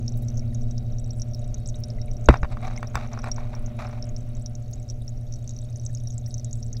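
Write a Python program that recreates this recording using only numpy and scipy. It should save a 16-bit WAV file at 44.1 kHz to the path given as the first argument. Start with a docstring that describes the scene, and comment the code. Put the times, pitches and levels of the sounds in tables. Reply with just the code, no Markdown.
"""A throbbing hum over a low rumble, with tiny pings: a reef tank, heard by a camera under water.
Two pumps beat against each other nearly ten times a second; the current rumbles and washes.
Bubbles ring as they pinch off and tick as they burst. At 2.3 s the camera's case bumps the tank
hard, then taps and scrapes over grit for almost two seconds."""
import sys
import numpy as np
from scipy import signal
from scipy.fft import rfft, irfft
from scipy.io import wavfile

SR = 44100
rng = np.random.default_rng(int(sys.argv[2]) if len(sys.argv) > 2 else 0)


def int16_out(signal):
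    """Quantize to a 16-bit WAV file."""
    q = np.round(np.clip(np.atleast_2d(signal).T, -1, 1) * 32767)
    wavfile.write(sys.argv[1], SR, q.astype(np.int16))


N = 299865
T = np.arange(N) / SR

MAINS_PUMP_HZ, FLOW_PUMP_HZ = 59.96, 27.562  # harmonics 2 and 4 beat at 9.7 Hz
IN_PHASE_S = 0.052  # both pumps push together
DRAG_FROM_S, DRAG_TO_S, DRAG_DB = 2.38, 4.1, -58.5

# Mains pump hum: harmonic, level_db
MAINS_HARMONICS = [(2, 3.5), (4, -9.5), (6, -27.5)]
# Mains pump whine: harmonic, level_db
WHINE_HARMONICS = [(10, 3.5), (12, -5.5)]
# Flow pump hum: harmonic, level_db
FLOW_HARMONICS = [(3, -7.5), (4, 0), (5, -26), (6, -23)]
# Flow pump overtones: harmonic, level_db
FLOW_UPPER_HARMONICS = [(8, -12.5), (11, -34.5), (12, -31), (16, -26)]
# Pump gains as the camera drifts: time_s, mains_db, flow_db, whine_db, overtone_db
PUMP_GAINS = [(0, -33.5, -34, -61, 1), (.7, -33.5, -34.5, -59, 1), (1.5, -37, -36.5, -56, -2),
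              (2.2, -38.5, -38, -55, -1), (3, -39, -39, -56, 3), (3.8, -39, -39, -54, 3),
              (4.6, -39, -40, -59, -1), (5.3, -39, -40.5, -63, -3), (5.9, -36, -37, -61, -6),
              (6.8, -36.5, -36.5, -63, -3)]
# Rumble of the current: freq_hz, density_db
RUMBLE_SPECTRUM = [(8, -15), (18, 2.5), (38, -9), (60, -14.5), (100, -19), (200, -30), (350, -36.5),
                   (450, -38.5), (620, -35.5), (780, -42), (920, -65), (1500, -83)]
# Water washing along the case: freq_hz, density_db
WASH_SPECTRUM = [(500, -15.5), (900, -2), (1400, 2), (1750, -7), (2200, -1.5), (3200, -7.5), (6000, -29.5)]
# Background hiss: freq_hz, density_db
HISS_SPECTRUM = [(1000, 5.5), (3200, 1.5), (5700, 0), (8000, -1), (10500, -6), (13000, -3.5), (15200, -7),
                 (16000, -17.5)]
# Current gains as the camera drifts: time_s, rumble_db, wash_db
CURRENT_GAINS = [(0, 6, 5.5), (1.1, 2, 3), (2.2, 5.5, 7.5), (3.2, 1, 9), (4.1, 1, 9.5), (4.6, 0.5, 2.5),
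                 (5.4, 0.5, 0), (6.8, -0.5, -2)]
# Case resonances rung by bubbles: freq_hz, level_db, t60_s
CASE_PING_MODES = [(3844, -1.5, 0.032), (4433, -7, .02), (5682, -7, 0.032), (6140, -2, 0.0093),
                   (6680, -6, 0.02), (7900, -6.5, 0.014)]
# Air breaking into bubbles: time_s, relative_rate
BUBBLE_RATE = [(0, 1.4), (.7, .8), (1.7, 1.3), (2.4, .7), (3.7, .55), (4.3, .9), (5.1, .75), (5.6, 1.6),
               (6.8, 1.5)]
# Swarms of faint bubbles: pitch_hz, log_pitch_spread, floor_db, rate_per_s
FIZZ_SWARMS = [(2200, 0.13, -64, 10), (3736, 0.054, -60.5, 12), (4403, 0.074, -63.5, 90),
               (6060, 0.093, -67, 260), (7450, 0.15, -50, 24), (11000, 0.16, -68, 76)]
# Bubbles near the camera: start_s, level_db, pitch_hz
NEAR_BUBBLES = [(0.08, -25.5, 5500), (0.284, -33, 6000), (0.3943, -35.5, 5440), (0.78, -34.5, 5200),
                (1.2188, -25, 5900), (1.3465, -33, 5260), (1.5437, -28.5, 6250), (1.675, -29.5, 7900),
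                (1.688, -30.5, 6600), (1.7433, -42.5, 3780), (1.8374, -26.5, 5350), (1.9026, -33.5, 5100),
                (1.985, -46, 2030), (2.082, -47.5, 2310), (2.2586, -30.5, 6500), (2.777, -33.5, 2170),
                (2.8723, -34.5, 5540), (3.1325, -32.5, 5930), (3.3156, -23, 5610), (3.6618, -34, 6200),
                (4.025, -30, 5530), (4.1642, -31, 5630), (4.4607, -26, 5650), (4.9, -27.5, 5930),
                (5.0792, -32, 5540), (5.4766, -31.5, 6330), (5.4934, -29, 6800), (5.8634, -26, 6240),
                (5.9497, -29, 6470), (6.0728, -33, 5720), (6.1806, -28, 7270), (6.342, -25.5, 6220),
                (6.4458, -26, 7030), (6.5299, -25, 6900), (6.7294, -29.5, 6480), (6.7687, -32, 5000)]
# Loudest bursting bubbles: start_s, level_db
LOUD_POPS = [(0.1702, -34.5), (0.2214, -36.5), (1.3465, -44), (1.7998, -41), (4.7087, -43), (6.277, -42)]
# Case striking the tank: start_s, level_db, treble_db, thump_db, rebound_db
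CASE_KNOCKS = [(2.2866, 1.5, -37, -8.5, -40), (2.288, 2.5, -8, 3.5, -14), (2.3408, -10, -33, -46, -15),
               (2.431, -15.5, -33, -12, -8), (2.5703, -26, -12, -60, -25), (2.8289, -17.5, -8, -56, -19),
               (2.9545, -9, 2.5, -16.5, -12), (3.175, -25, -38, -47, -7), (3.2418, -18.5, -6, -46, -27),
               (3.2724, -23, -17, -53, -4.5), (3.382, -25, -28, -46, -22), (3.808, -28, -7, -44, -2)]
# Case resonances rung by contact: freq_hz, level_db, t60_s
CASE_KNOCK_MODES = [(834, 9, 0.0066), (1061, 3.5, 0.012), (1310, 3, 0.0094), (1826, -14, 0.033),
                    (2320, -16.5, 0.035), (2570, -16.5, 0.023), (3640, -22.5, 0.042), (4740, -13, 0.013),
                    (5720, -3, 0.0055), (7840, -6.5, 0.0056)]
# Camera shaking on its mount: freq_hz, level_db, t60_s
MOUNT_MODES = [(60, 0, 0.085), (122, -7, 0.12)]
# Case wall flexing: freq_hz, level_db, t60_s
WALL_MODES = [(245, -9, 0.056), (350, -3.5, 0.035), (480, 5.5, 0.014), (590, 5.5, 0.016)]
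# Strokes of the case along the tank: start_s, length_s, level_db
STROKES = [(2.304, 0.082, -33), (2.499, 0.057, -36), (2.62, 0.084, -35), (2.68, .12, -46.5),
           (2.929, 0.14, -37), (3.108, .11, -44), (3.234, 0.073, -37), (3.359, 0.3, -54.5),
           (3.52, 0.048, -40), (3.779, 0.23, -42)]
# Case rubbing on grit: freq_hz, density_db
RUB_SPECTRUM = [(400, -28), (560, -1.5), (740, 11), (930, -5), (1200, 0.5), (1650, -9.5), (2350, -3.5),
                (3100, -22.5), (3800, -11), (5000, -21.5), (5700, -18), (7200, -26), (10000, -35.5),
                (15000, -42)]


def gain(db):
    return 10 ** (np.asarray(db) / 20)


def unit_rms(x):
    return x / np.sqrt(np.mean(x ** 2) + 1e-20)


def unit_peak(x):
    return x / abs(x).max()


def add(mix, start_s, sound):
    part = mix[max(round(start_s * SR), 0):][:len(sound)]
    part += sound[:len(part)]


def curves(table):
    """Each column after time_s, interpolated per sample."""
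    time_s, *columns = np.transpose(table)
    return [np.interp(T, time_s, column) for column in columns]


def butter(x, order, cutoff_hz, kind):
    return signal.sosfilt(signal.butter(order, cutoff_hz, kind, fs=SR, output="sos"), x)


def coloured(x, spectrum):
    """x filtered by a spectrum table, rms 1."""
    hz, db = np.transpose(spectrum)
    bins_hz = np.fft.rfftfreq(N, 1 / SR)
    response = gain(np.interp(np.log(bins_hz + 1), np.log(hz), db))
    return unit_rms(irfft(rfft(x) * response, N))


def drift(rate_hz):
    """Smooth random motion, rms 1."""
    bins_hz = np.fft.rfftfreq(N, 1 / SR)
    return unit_rms(irfft(rfft(rng.standard_normal(N)) / (1 + (bins_hz / rate_hz) ** 4), N))


def ring(modes, t, detune=0.):
    """Decaying sines, optionally detuned at random."""
    return sum(gain(db - 60 * t / t60_s) * np.sin(2 * np.pi * hz * (1 + detune * rng.standard_normal()) * t)
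               for hz, db, t60_s in modes)


def hum(speed_hz, harmonics, waver):
    """Harmonics of a pump's speed; the current makes each waver in level."""
    phase = 2 * np.pi * speed_hz * (T - IN_PHASE_S)
    return np.sqrt(2) * sum(gain(db) * (1 + waver * drift(3.4)) * np.cos(round(k) * phase)
                            for k, db in harmonics)


def pumps(hum_swing=0.031, whine_swing=0.57):
    """Two pumps beat; the flow pump's shaft also shakes the mains pump's hum and whine."""
    mains_gain, flow_gain, whine_gain, brightness = map(gain, curves(PUMP_GAINS))
    shaft = np.cos(2 * np.pi * FLOW_PUMP_HZ * (T - IN_PHASE_S))
    mains = hum(MAINS_PUMP_HZ, MAINS_HARMONICS[:1], waver=0.079) * (1 + hum_swing * shaft)
    mains += brightness * hum(MAINS_PUMP_HZ, MAINS_HARMONICS[1:], waver=.1)
    whine = hum(MAINS_PUMP_HZ, WHINE_HARMONICS, waver=.12) * (1 + whine_swing * shaft)
    flow = hum(FLOW_PUMP_HZ, FLOW_HARMONICS, waver=.04)
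    flow += brightness * hum(FLOW_PUMP_HZ, FLOW_UPPER_HARMONICS, waver=.25)
    return mains_gain * mains + whine_gain * whine + flow_gain * flow


def current(rumble_base_db=-33.5, wash_base_db=-72.5, hiss_db=-68, churn_db=0.8, wash_churn_db=1.95):
    """Moving water rumbles and washes against the case, over a steady faint hiss."""
    rumble_db, wash_db = curves(CURRENT_GAINS)
    rumble = coloured(rng.standard_normal(N), RUMBLE_SPECTRUM)
    rumble *= gain(rumble_base_db + rumble_db + churn_db * drift(6))
    wash = coloured(rng.standard_normal(N), WASH_SPECTRUM)
    wash *= gain(wash_base_db + wash_db + wash_churn_db * drift(15))
    hiss = gain(hiss_db) * coloured(rng.standard_normal(N), HISS_SPECTRUM)
    return rumble + wash + hiss


def bubble(pitch_hz, case_db, rise_s=0.00031, echo_db=-5, echo_t60_s=0.018):
    """A bubble pinches off and rings; the glass echoes it and the case rings along."""
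    t = T[:SR // 20]
    t60_s = 0.0052 * (6000 / pitch_hz) ** 1.4 * rng.uniform(.6, 1.3)  # small bubbles die sooner
    onset = 1 - np.exp(-(t / rise_s) ** 2)
    ping = np.sin(2 * np.pi * pitch_hz * t) * gain(-60 * t / t60_s) * onset
    echoes = rng.standard_normal(len(t)) * (rng.random(len(t)) < .06) * gain(-60 * t / echo_t60_s)
    ping += gain(echo_db) * signal.fftconvolve(ping, echoes / np.linalg.norm(echoes))[:len(t)]
    case = signal.fftconvolve(ping, ring(CASE_PING_MODES, t))[:len(t)]
    return unit_peak(ping + gain(case_db) * case)


def birth_s(share):
    """Maps shares 0-1 of all bubbles to times, denser where bubbling is brisk."""
    rate, = curves(BUBBLE_RATE)
    born = np.cumsum(np.maximum(rate, 1e-3))
    return np.interp(share, born / born[-1], T)


def fizz(spread_db=3, case_db=-22, pitches=16, max_bubbles=4000):
    """Swarms of faint bubbles patter."""
    out = np.zeros(N)
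    for pitch_hz, spread, floor_db, rate_per_s in FIZZ_SWARMS:
        pings = [bubble(pitch_hz * np.exp(spread * step), case_db)
                 for step in np.linspace(-1.7, 1.7, pitches)]
        starts_s = birth_s(rng.random(max_bubbles))
        levels_db = floor_db + spread_db * np.minimum(rng.exponential(1, max_bubbles), 4)
        for k in range(min(round(rate_per_s * N / SR), max_bubbles)):
            add(out, starts_s[k], gain(levels_db[k]) * pings[k % pitches])
    return out


def trickle(rate_per_s=9, floor_db=-41.5, range_db=10, centre_hz=6000, spread=0.081, case_db=-24):
    """Moderately loud bubbles break away in turn, uneven in timing and size."""
    out, total = np.zeros(N), rate_per_s * N / SR
    draws = rng.random((200, 2))
    pitches_hz = centre_hz * np.exp(spread * np.clip(rng.standard_normal(200), -2, 3))
    for k, (late, loud) in enumerate(draws[:int(total)]):
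        start_s = birth_s((k + 2 * late) / (total + 1))
        add(out, start_s, gain(floor_db + range_db * loud) * bubble(pitches_hz[k], case_db))
    return out


def near_bubbles(trim_db=1, case_db=-25):
    """Bubbles close to the camera ping clearly."""
    out = np.zeros(N)
    for start_s, level_db, pitch_hz in NEAR_BUBBLES:
        add(out, start_s, gain(level_db + trim_db) * bubble(pitch_hz, case_db))
    return out


def pops(trim_db=-5, faint_db=-48, range_db=14, t60_s=0.034, highpass_hz=7500, count=60):
    """Bursting bubbles give short, bright ticks, most of them faint."""
    out, t = np.zeros(N), T[:SR // 20]
    faint_pops = rng.random((count, 2)) * [N / SR, -range_db] + [0, faint_db]
    for start_s, level_db in [*LOUD_POPS, *faint_pops]:
        burst = rng.standard_normal(len(t)) * np.sqrt(t) * gain(-60 * t / t60_s)
        tick = unit_peak(butter(burst, 2, highpass_hz, "high"))
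        add(out, start_s, gain(level_db + trim_db) * tick)
    return out


def blow(level_db, treble_db, thump_db, crack_db=-19, crack_t60_s=.014, split_hz=2800,
         rattle_db=-19, rattle_t60_s=0.12, rise_s=0.00069):
    """A blow rings the water-damped case; a hard one cracks, a heavy one shakes the mount."""
    t = T[:SR // 5]
    contact = 1 - np.exp(-(t / rise_s) ** 2)
    crack = rng.standard_normal(len(t)) * gain(crack_db - 60 * t / crack_t60_s)
    hit = contact * (ring(CASE_KNOCK_MODES, t, detune=0.045) + crack)
    hit = butter(hit, 2, split_hz, "low") - gain(treble_db) * butter(hit, 1, split_hz, "high")
    rattle = rng.standard_normal(len(t)) * gain(-60 * t / rattle_t60_s)
    hit += gain(rattle_db) * signal.fftconvolve(hit, rattle / np.linalg.norm(rattle))[:len(t)]
    thump = gain(thump_db) * ring(MOUNT_MODES, t)
    flex = gain(thump_db) ** 2 * ring(WALL_MODES, t)  # only a heavy blow flexes the wall
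    return gain(level_db) * unit_peak(hit) + contact * (thump + flex)


def knocks(first_gap_s=.0147, gap_ratio=0.43, loss_db=3, rebounds=2):
    """The case strikes the tank and rebounds, each time sooner and weaker."""
    out = np.zeros(N)
    for start_s, level_db, treble_db, thump_db, rebound_db in CASE_KNOCKS:
        add(out, start_s, blow(level_db, treble_db, thump_db))
        for k in range(rebounds):
            start_s += first_gap_s * gap_ratio ** k
            bounce_db = level_db + rebound_db - k * loss_db
            add(out, start_s, blow(bounce_db, treble_db=-31.5, thump_db=bounce_db - 28))
    return out


def rub_pressure(bite_s=0.022, ease_db=-12.5, release_s=0.024):
    """Each stroke bites, eases off and lets go, over a light drag."""
    pressure = np.zeros(N)
    drag = signal.windows.tukey(round((DRAG_TO_S - DRAG_FROM_S) * SR), .3)
    add(pressure, DRAG_FROM_S, gain(DRAG_DB) * drag)
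    for start_s, length_s, level_db in STROKES:
        t = np.arange(0, length_s, 1 / SR)
        grip = np.minimum(t / bite_s, 1) * np.minimum((length_s - t) / release_s, 1)
        add(pressure, start_s, grip * gain(level_db + ease_db * t / length_s))
    return pressure


def scrapes(slips_per_s=600, grit_db=2.5, uneven_db=2.5, ring_mix=0.41, buzz_t60_s=.02,
            catch_db=12, catches=26):
    """Grit slips under the case, making it buzz and ring; coarse grains catch with a tap."""
    t = T[:SR // 20]
    slips = (rng.random(N) < slips_per_s / SR) * rng.choice([-1, 1], N)
    slips = slips * gain(grit_db * np.minimum(rng.exponential(1, N), 4))
    ringing = unit_rms(signal.oaconvolve(slips, ring(CASE_KNOCK_MODES[:6], t))[:N])
    energy = signal.oaconvolve(slips ** 2, gain(-60 * t / buzz_t60_s) ** 2)[:N]
    buzz = coloured(np.sqrt(abs(energy)) * rng.standard_normal(N), RUB_SPECTRUM)
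    rub = unit_rms(buzz + ring_mix * ringing) * gain(uneven_db * drift(50))
    for start_s in rng.uniform(DRAG_FROM_S, DRAG_TO_S, catches):
        add(rub, start_s, gain(catch_db) * blow(0, treble_db=-20, thump_db=-22))
    return rub_pressure() * rub


def scene():
    """Pumps, current, bubbles and case contact, in mono."""
    tank = pumps() + current() + fizz() + trickle() + near_bubbles() + pops()
    return (tank + knocks() + scrapes())[None]


def record(dry, ceiling=.98, lowpass_hz=16000):
    """The hardest bump overloads the microphone; a low-pass follows."""
    clipped = dry / (1 + (dry / ceiling) ** 4) ** (1 / 4)
    lowpass = signal.firwin(255, lowpass_hz, window=("kaiser", 9), fs=SR)
    return signal.oaconvolve(clipped, lowpass[None], "same")


dry = scene()
out = record(dry)
int16_out(out)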